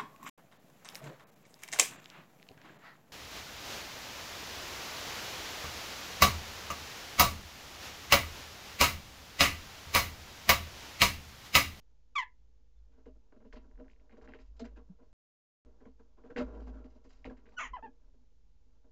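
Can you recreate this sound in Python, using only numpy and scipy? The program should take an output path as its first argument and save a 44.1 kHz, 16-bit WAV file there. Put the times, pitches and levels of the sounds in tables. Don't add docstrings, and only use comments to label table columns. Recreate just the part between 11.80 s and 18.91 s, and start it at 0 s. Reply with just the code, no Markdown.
import sys
import numpy as np
from scipy import signal
from scipy.fft import rfft, irfft, next_fast_len
from scipy.io import wavfile
from scipy.ndimage import map_coordinates

SR = 44100
rng = np.random.default_rng(int(sys.argv[2]) if len(sys.argv) > 2 else 0)


def boost_factor(decibels):
    exponent = np.asarray(decibels, float) / 20
    return 10 ** exponent


def inscribe(sig):
    pcm = np.round(np.clip(np.atleast_2d(sig).T, -1, 1) * 32767)
    wavfile.write(sys.argv[1], SR, pcm.astype(np.int16))


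N = 313551
T = np.arange(N) / SR


def unit(x):
    return x / np.sqrt(np.mean(x ** 2) + 1e-20)


def along(points, hz):
    f, v = np.transpose(points)
    return np.interp(np.log(hz + 1), np.log(f + 1), v)


def curves(rows, t=T):
    s, *columns = np.transpose(rows)
    return [np.interp(t, s, column) for column in columns]


def wobble(rate):
    knots = rng.standard_normal(int(N * rate / SR) + 4)
    return map_coordinates(knots, [T * rate])


def filtered(x, response):
    m = next_fast_len(N + SR // 2)
    return irfft(rfft(x, m) * response(np.fft.rfftfreq(m, 1 / SR)), m)[:N]


def tinted(x, spectrum):
    hz = np.fft.rfftfreq(8192, 1 / SR)[1:]
    white_rms = np.sqrt(np.mean(boost_factor(along(spectrum, hz)) ** 2))
    return filtered(x, lambda f: boost_factor(along(spectrum, f))) / white_rms


def ringing(x, modes):
    power = sum(boost_factor(2 * db) * width * np.pi / SR for _, width, db in modes)

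    def response(f):
        total = 0
        for k, (centre, width, db) in enumerate(modes):
            damping = 1j * f * width
            total = total + (-1) ** k * boost_factor(db) * damping / (centre * centre - f * f + damping)
        return total

    return filtered(x, response) / np.sqrt(power)


def grit(lump_db):
    lumps = boost_factor(lump_db * np.clip(wobble(160), -2, 2))
    return unit(lumps * rng.standard_normal(N))


def swells(events, rest_db, rise, fall):
    power = boost_factor(2 * rest_db)
    for s, db, hold in events:
        early, late = np.clip(s - T, 0, None), np.clip(T - s - hold, 0, None)
        power = power + boost_factor(2 * (db - rise * early - fall * late))
    return np.sqrt(power)


# (frequency [Hz], time to fall 60 dB [s])
BOX_DECAY = [(500, 0.034), (1000, 0.14), (2050, 0.17), (3000, 0.13), (4500, 0.13), (8000, 0.091)]


def echo(x, stretch):
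    hz, t, z = signal.stft(rng.standard_normal(SR // 2), SR, nperseg=128)
    decay_s = stretch * along(BOX_DECAY, hz)
    tail = signal.istft(z * boost_factor(-60 * t / decay_s[:, None]), SR, nperseg=128)[1]
    return signal.fftconvolve(x, tail / np.linalg.norm(tail))[:N]


# (frequency [Hz], density [dB per Hz])
HISS_COLOUR = [(41, -31.5), (70, 2), (81, -12), (153, -17), (173, -31.5), (253, -13), (304, -27.5),
               (482, -18.5), (707, -40.5), (847, -23), (955, -35.5), (6850, -37), (8550, -57), (11100, -77),
               (18800, -120)]
# (frequency [Hz], level [dB])
HUM_TONES = [
    (150.5, -85.5),
]


def microphone_noise():
    hum = sum(boost_factor(db + 2.5) * np.sin(2 * np.pi * hz * T) for hz, db in HUM_TONES)
    hiss = boost_factor(-76.5) * tinted(rng.standard_normal(N), HISS_COLOUR)
    return hiss + hum + .0012


# (time [s], level [dB], hold [s])
AIR_NOTES = [(.6, -59, 0.033), (.98, -58, 0.041), (1.28, -56.5, 0.034), (1.75, -58.5, .1),
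             (2.05, -64, 0.16), (2.47, -58.5, .02), (2.675, -52, 0.26), (3.87, -58, 0.011),
             (4.09, -65, 0.032), (4.635, -41, 0.025), (4.74, -46.5, 0.18), (5.45, -54, 0.017),
             (5.9, -57, 0.022)]
# (time [s], level [dB], hold [s])
AIR_PUSHES = [(1.74, -49, 0.006), (1.975, -48.5, 0.0054), (2.17, -62, .005), (2.43, -63, 0.026),
              (2.67, -49, 0.0042), (4.37, -64, .005), (4.59, -49, 0.046), (5.3, -60, 0.16),
              (5.48, -52, .01), (5.91, -47, 0.0048), (6.26, -56, 0.016), (6.66, -64, 0.015),
              (7.08, -67, 0.025)]


def box_breath():
    note_hz = 53.8 * (1 + .025 * wobble(9))
    push_hz = 35 * (1 + .16 * wobble(9))
    note = np.sqrt(2) * np.sin(2 * np.pi * np.cumsum(note_hz) / SR)
    push = np.sqrt(2) * np.sin(2 * np.pi * np.cumsum(push_hz) / SR)
    note_gain = boost_factor(0.75 * wobble(22) + 2.3 * wobble(6)) * swells(AIR_NOTES, -68.5, rise=430, fall=70)
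    push_gain = boost_factor(1.4 * wobble(43)) * swells(AIR_PUSHES, -68, rise=180, fall=160)
    return note_gain * note + push_gain * push


# (time [s], level [dB])
BUSTLE = [(0, -85.5), (1.0, -86.5), (1.12, -78.5), (1.56, -81), (1.7, -69), (2.11, -70.5), (2.49, -71),
          (2.63, -79.5), (3.0, -73.5), (3.9, -75), (4.43, -78), (4.6, -59), (4.74, -51.5), (5.29, -72.5),
          (5.85, -63.5), (6.15, -75.5), (6.6, -86.5), (7.1, -80.5)]
# (frequency [Hz], width [Hz], level [dB])
WALL_MODES = [(105, 29, -15.5), (218.8, 31, -6.5), (261, 18, 2), (353.5, 30, -11), (406.8, 25, -9),
              (467.2, 22, -2.5), (618.7, 20, -7.5)]
# (frequency [Hz], width [Hz], level [dB])
BOARD_MODES = [(752.6, 89, -0.5), (984, 60, 1), (1116, 60, -3), (1359, 93, -4.5), (1603, 100, -8.5)]
# (frequency [Hz], density [dB per Hz])
CLAW_COLOUR = [(900, -29), (1500, -8), (2100, -3), (2700, -4.5), (3300, -11.5), (4200, -17), (8000, -65)]
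# (frequency [Hz], density [dB per Hz])
SCRATCH_COLOUR = [(2000, -22.5), (3400, -4), (4600, -3), (5600, 0.5), (7200, -4.5), (9000, -12.5)]


def rustle():
    busy_db, = curves(BUSTLE)
    above_calm_db = busy_db + 84.5
    twigs = grit(3)
    stir_db = 2.5 * wobble(18)
    shuffle = boost_factor(busy_db + stir_db) * ringing(grit(1.2), WALL_MODES)
    crackle = boost_factor(-93 + 0.78 * above_calm_db + stir_db) * ringing(twigs, BOARD_MODES)
    brush = tinted(grit(1.7), CLAW_COLOUR[:4] + SCRATCH_COLOUR[1:])
    return shuffle + crackle + boost_factor(-99 + 0.33 * above_calm_db + stir_db) * brush


def call(rows, throat, breath_db, shake, bright_db, strain_db, halves):
    on = slice(round(rows[0][0] * SR), round(rows[-1][0] * SR))
    t = T[on]
    hz, level_db, rough = curves(rows, t)
    tilt_db = bright_db + strain_db * np.log2(hz / 1000)
    rough = np.clip(rough, 0, 1)
    unsteady = 1 + (.003 + shake * rough) * wobble(260)[on]
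    phase = 2 * np.pi * np.cumsum(hz * unsteady) / SR
    k = np.arange(1, 21)[:, None] / 2
    half_gain = np.where(k % 1, np.clip(halves * rough, 0, 1), 1)
    size = boost_factor(along(throat, k * hz) + tilt_db * np.log2(k)) * half_gain
    lines = size * np.sin(k * phase + rng.uniform(0, 2 * np.pi, k.shape))
    tone = np.sum(lines, axis=0) / np.sqrt(np.sum(size ** 2, axis=0) / 2)
    breathy = [(f, db + breath_db * np.log2(f / 1000)) for f, db in throat]
    air = np.zeros(N)
    air[on] = (1 + 0.49 * np.cos(phase / 2)) * rng.standard_normal(N)[on]
    air = unit(tinted(air, [(350, -57.0)] + breathy + [(9000, -87)])[on])
    edge = np.clip(np.minimum(t - t[0], t[-1] - t) / 0.0018, 0, 1)
    out = np.zeros(N)
    out[on] = edge * boost_factor(level_db) * (np.sqrt(1 - .6 * rough ** 2) * tone + .75 * rough * air)
    return out


# (time [s], pitch [Hz], level [dB], roughness [0-1])
OUTSIDE_CALL = [
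    (.3525, 1350, -52.5, 0.17),
    (.358, 1190, -33.5, 0.19),
    (.366, 1149, -27.5, 0.1),
    (.376, 1115, -35, 0.1),
    (.385, 1075, -25.5, 0.14),
    (.406, 980, -34, .18),
    (.414, 940, -45, 0.02),
    (.425, 868, -43, 0.2),
    (.44, 850, -51, 0),
]
# (frequency [Hz], level [dB])
OUTSIDE_THROAT = [(600, -20.5), (1100, 3.5), (2350, -2.5), (2800, -14), (3300, -10.5), (4300, -27),
                  (7000, -32.5), (8500, -43.5)]
# (frequency [Hz], width [Hz], level [dB])
EMPTY_BOX_MODES = [(904, 12, -6), (947, 12, -2), (1001, 12, -5), (1798, 20, -4), (1890, 16, 0),
                   (1975, 16, -3), (2051, 12, -1.5), (2140, 18, -6), (2455, 11, -10), (2902, 11, -9),
                   (3305, 14, -5), (3800, 22, -4), (5800, 26, 2)]


def outside_call():
    voice = call(OUTSIDE_CALL, OUTSIDE_THROAT, 12, shake=.13, bright_db=1.0, strain_db=10.5, halves=0.091)
    return boost_factor(-1.0) * voice + boost_factor(-9) * echo(voice, .95) + boost_factor(-18.5) * ringing(voice, EMPTY_BOX_MODES)


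# (time [s], pitch [Hz], level [dB], length [s])
SONGBIRD_NOTES = [
    (0.939, 3810, -93, .02),
    (0.978, 3530, -88, 0.031),
    (0.994, 4140, -89, .03),
]


def songbird():
    out = np.zeros(N)
    for s, hz, db, length in SONGBIRD_NOTES:
        out += boost_factor(db) * np.exp(-((T - s) / length) ** 2 * 4) * np.sin(2 * np.pi * hz * T)
    return out


# (time [s], peak [dB], length [s])
CLAW_GRIPS = [(1.1196, -73.5, 0.04), (1.258, -64, 0.018), (1.7265, -46, 0.014), (1.757, -49, 0.026),
              (2.199, -64, 0.012), (2.2956, -52.5, 0.007), (2.313, -57, 0.027), (2.477, -50.5, 0.033),
              (2.5375, -48, 0.02), (2.585, -56, 0.02), (2.842, -52, 0.028), (4.5625, -33.5, 0.019),
              (4.578, -37.5, 0.024), (4.735, -55.5, 0.025), (5.447, -36.5, 0.012), (5.564, -62, 0.029),
              (5.655, -57, 0.023)]
# (time [s], peak [dB], length [s])
FOOTSTEPS = [(1.1725, -64, 0.042), (1.5175, -55, 0.025), (1.598, -57, 0.026), (1.904, -66, 0.023),
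             (1.958, -69, 0.029), (2.0415, -61.5, 0.029), (2.323, -63.5, 0.061), (2.413, -54, 0.027),
             (2.378, -61, 0.017), (2.517, -55, 0.012), (2.962, -51, 0.036), (3.1843, -62.5, 0.042),
             (4.003, -56.5, 0.037), (4.1916, -54, 0.019), (4.369, -59.5, 0.063), (4.434, -52.5, 0.037),
             (4.4984, -45.5, 0.021), (4.6015, -34, 0.013), (4.627, -49, 0.027), (4.664, -50, 0.058),
             (4.756, -49, 0.016), (4.792, -49, 0.035), (4.864, -48, 0.034), (4.8793, -58, 0.018),
             (4.9384, -58, 0.086), (5.497, -45.5, 0.03), (7.04, -63, 0.029)]
# (time [s], peak [dB], length [s])
BODY_THUMPS = [(1.254, -55.5, 0.027), (1.351, -68.5, 0.018), (1.559, -62.5, 0.019), (1.6395, -62, 0.021),
               (1.6526, -60, 0.015), (1.832, -67, 0.029), (1.982, -58, 0.025), (1.9945, -58, 0.023),
               (2.37, -59, 0.016), (2.441, -62.5, 0.027), (2.795, -52.5, 0.015), (2.8125, -58.5, 0.028),
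               (2.908, -62, 0.021), (3.212, -66.5, 0.029), (3.852, -67, 0.06), (5.15, -68.5, .04),
               (4.051, -53.5, 0.022), (4.9905, -61.5, 0.03), (5.039, -58.5, 0.027), (5.2396, -61.5, 0.025),
               (5.4678, -44, 0.014), (6.03, -62.5, 0.053), (6.335, -69, 0.019)]
# (time [s], peak [dB], length [s])
SKIDS = [(1.727, -59, 0.01), (2.084, -68, .005), (2.1004, -67, 0.013), (2.114, -72, .02),
         (2.3705, -66, .008), (2.415, -66, 0.012), (2.442, -65, 0.014), (5.571, -66, .006),
         (2.6, -66.5, 0.054), (2.765, -67.5, 0.02), (2.845, -58.5, 0.016), (4.575, -54.5, 0.031),
         (4.8, -71.5, 0.049), (5.446, -63, 0.009), (2.794, -41, 0.011), (4.87, -62, 0.017),
         (5.043, -71, 0.023), (5.098, -70, 0.029), (5.147, -71, 0.019), (5.2396, -70.5, 0.034),
         (5.29, -63.5, 0.075), (5.69, -69.5, .02), (5.7219, -72, 0.024)]


def knocks():
    thud, knock, claw, scratch = np.zeros((4, N))
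    # (thud, claw, scratch) [dB over the knock]
    kinds = [(BODY_THUMPS, (8.8, -16.5, -28.5)), (FOOTSTEPS, (1, -22, -35.5)),
             (CLAW_GRIPS, (0, -7, -25)), (SKIDS, (-12, -6.5, -4))]
    for rows, (thud_db, claw_db, scratch_db) in kinds:
        for s, db, length in rows:
            start = round(s * SR)
            t = T[:SR // 4][:N - start]
            on = slice(start, start + len(t))
            drag = np.exp(-(t / max(length, .003)) ** 1.24)
            thud[on] += boost_factor(db + thud_db) * (1 - np.exp(-t / .003)) * drag
            knock[on] += boost_factor(db) * (1 - np.exp(-t / 0.0047)) * drag
            claw[on] += boost_factor(db + claw_db) * (1 - np.exp(-t / 0.005)) * drag
            scratch[on] += boost_factor(db + scratch_db) * (1 - np.exp(-t / 0.0016)) * drag
    chips = grit(2.8)
    scrape = boost_factor(-9.0) * tinted(claw * chips, CLAW_COLOUR)
    scrape += boost_factor(-6.5) * tinted(scratch * chips, SCRATCH_COLOUR)
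    walls = ringing(thud * grit(0.56), WALL_MODES)
    boards = boost_factor(-9.5) * ringing(knock * grit(1.5), BOARD_MODES)
    return walls + boards + scrape + boost_factor(-4.0) * echo(scrape, 0.69)


# (time [s], pitch [Hz], level [dB], hold [s])
TWIG_BUZZES = [(1.121, 1536, -88, 0.094), (1.26, 2770, -83.5, 0.025), (1.263, 1570, -78, .015),
               (1.522, 1410, -78, 0.017), (1.658, 2760, -87, 0.018), (1.728, 4510, -75.5, 0.045),
               (1.728, 3330, -72, 0.015), (1.82, 1480, -81.5, .03), (2.797, 3900, -68, .025),
               (2.845, 1550, -62, .02), (2.964, 2550, -76, .012), (2.964, 1600, -70, 0.023),
               (4.006, 1630, -75.5, .015), (4.054, 2170, -78, 0.011), (4.196, 1560, -76, 0.011),
               (4.381, 1050, -72.5, .02), (4.443, 1540, -76, 0.016), (4.452, 675.7, -67.5, 0.027),
               (4.504, 1540, -67, .016), (4.594, 1323, -50.5, 0.026), (4.941, 1395, -70, 0.056),
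               (5.499, 1620, -63.5, 0.0051), (5.726, 887, -67.5, 0.03)]


def twangs():
    scrape = grit(1.5)
    out = np.zeros(N)
    for s, hz, db, hold in TWIG_BUZZES:
        gain = swells([(s, db, hold)], -150, rise=2500, fall=730)
        out += gain * ringing(scrape, [(hz, hz / 9, 0)])
    return out


# (time [s], peak [dB], pitch [Hz])
CLAW_TICKS = [(1.2579, -64, 1580), (1.5243, -63, 1490), (1.5637, -72, 1590), (1.6056, -71, 1600),
              (1.626, -70, 1600), (1.651, -71, 1640), (1.7268, -48, 1670), (1.7567, -56, 1600),
              (1.9135, -67, 1680), (1.956, -69, 1670), (1.9774, -62, 1450), (1.9994, -61, 1450),
              (2.0443, -67, 1460), (2.0817, -59, 1670), (2.099, -59, 2080), (2.1134, -63, 2440),
              (2.1334, -65, 2290), (2.162, -69, 2020), (2.1984, -68, 2150), (2.2956, -60, 1600),
              (2.3108, -61, 2100), (2.3271, -63, 2100), (2.3695, -60, 1470), (2.4139, -58, 1480),
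              (2.4413, -60, 1450), (2.4578, -59, 1480), (2.4762, -50, 1630), (2.5211, -57, 1930),
              (2.5366, -43, 1660), (2.5895, -58, 2000), (2.9714, -66, 1570), (4.0562, -61, 1490),
              (4.4388, -62, 1500), (4.5057, -52, 1580), (4.5627, -34, 1670), (4.5796, -36, 1670),
              (4.6016, -39, 1450), (5.0434, -63, 2300), (5.2504, -69, 1770), (5.3062, -62, 1470),
              (5.4449, -43, 2090), (5.4618, -47, 2140), (5.5707, -64, 1610), (5.5896, -63, 1450),
              (5.657, -62, 1700), (5.667, -61, 1700), (5.689, -61, 1580), (5.7213, -66, 2230)]


def ticks():
    out, t = np.zeros(N), T[:SR // 200]
    for s, db, hz in CLAW_TICKS:
        tone = np.sin(2 * np.pi * hz * (1.2 * t - 110 * t * t))
        shape = (1 - np.exp(-t / .0002)) * np.exp(-t / .0007)
        out[round(s * SR):][:len(t)] += boost_factor(db + 7.5) * shape * tone
    return out + boost_factor(-8) * ringing(out, BOARD_MODES) + boost_factor(-6) * echo(out, 0.4)


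# (time [s], pitch [Hz], peak [dB], hold [s])
PANEL_SLAMS = [(3.1, 190, -44.5, .012), (2.822, 237, -40, 0.028), (2.80, 452, -48, .025),
               (2.797, 673, -52, 0.043), (4.562, 270, -37, 0.0081), (4.563, 480, -37.5, 0.04),
               (4.603, 258, -34, 0.036), (4.875, 258, -51, 0.026), (4.5, 470, -47, .02),
               (4.605, 608, -35.5, 0.022), (6.03, 248, -55, 0.064), (6.04, 430, -58, 0.0197),
               (6.36, 250, -70, .08), (1.74, 600, -60, .03), (2.003, 470, -54, .025)]


def slams():
    sway = np.cumsum(1 + .02 * wobble(40)) / SR
    out = np.zeros(N)
    for s, hz, db, hold in PANEL_SLAMS:
        out += swells([(s, db, hold)], -150, rise=4700, fall=800) * np.sin(2 * np.pi * hz * sway)
    return out


# (time [s], pitch [Hz], level [dB], roughness [0-1])
HARSH_CALL = [
    (5.766, 1485, -59, 0.03),
    (5.783, 1480, -36.5, 0),
    (5.795, 1200, -40.5, .75),
    (5.808, 1364, -36, 1.1),
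    (5.822, 1183, -41.5, 0.6),
    (5.836, 1066, -41.5, 0.44),
    (5.86, 940, -46.5, 0.7),
    (5.88, 855, -54.5, 1.1),
    (5.89, 787, -81, 1),
]
# (frequency [Hz], level [dB])
OPEN_BEAK = [(600, -8), (1060, 2), (2200, 2), (3150, -5.5), (3650, -20.5), (5100, -28), (5800, -15),
             (7000, -10.5), (7600, -37), (8500, -30)]


def harsh_call():
    voice = call(HARSH_CALL, OPEN_BEAK, .1, shake=0.027, bright_db=-0.46, strain_db=-4, halves=0.54)
    return boost_factor(-1.0) * voice + boost_factor(-5.5) * echo(voice, 0.86)


# (time [s], pitch [Hz], level [dB], roughness [0-1])
MUTTERED_CALLS = [
    [(5.932, 1057, -48, 0.1), (5.939, 1017, -32.5, 0.05), (5.961, 992, -33.5, 0.07),
     (5.965, 930, -41.5, 0.1), (5.97, 858, -36, 0), (5.979, 724, -53, 0), (5.997, 597, -49.5, 0)],
    [(6.025, 836, -42.5, 0.09), (6.036, 913, -42, 0.15), (6.048, 908, -38.5, 0.01),
     (6.062, 841, -44.5, 0.08), (6.07, 800, -49, 0.24), (6.095, 856, -63, 0)],
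]
# (frequency [Hz], level [dB])
HALF_SHUT_BEAK = [(600, -12.5), (1000, -2), (1830, -2), (2050, -9), (3050, -1), (3600, -16.5),
                  (6000, -16.5), (8000, -29)]


def muttered_calls():
    voice = np.zeros(N)
    for rows in MUTTERED_CALLS:
        voice += call(rows, HALF_SHUT_BEAK, -9, shake=0.19, bright_db=-15.0, strain_db=-1.0, halves=.2)
    return boost_factor(-5.0) * voice + boost_factor(-11) * echo(voice, .6)


# (frequency [Hz], level [dB])
MIC_EDGE = [(7200, -1), (7650, -6.5), (7900, -28), (8250, -14.5), (8700, -16)]


def scene():
    air = box_breath() + rustle()
    voices = outside_call() + songbird() + harsh_call() + muttered_calls()
    blows = knocks() + twangs() + ticks() + slams()
    return filtered(air + voices + blows, lambda f: boost_factor(along(MIC_EDGE, f)))[None]


def band_limit(x):
    return signal.sosfilt(signal.butter(12, 8700, fs=SR, output="sos"), x)


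# (start [s], end [s])
LINK_GAP = (3.3293, 3.8498)


def record(dry):
    live = (T < LINK_GAP[0]) | (T > LINK_GAP[1])
    mix = (dry + microphone_noise()) * live
    return band_limit(mix)


dry = scene()
out = record(dry)
inscribe(out)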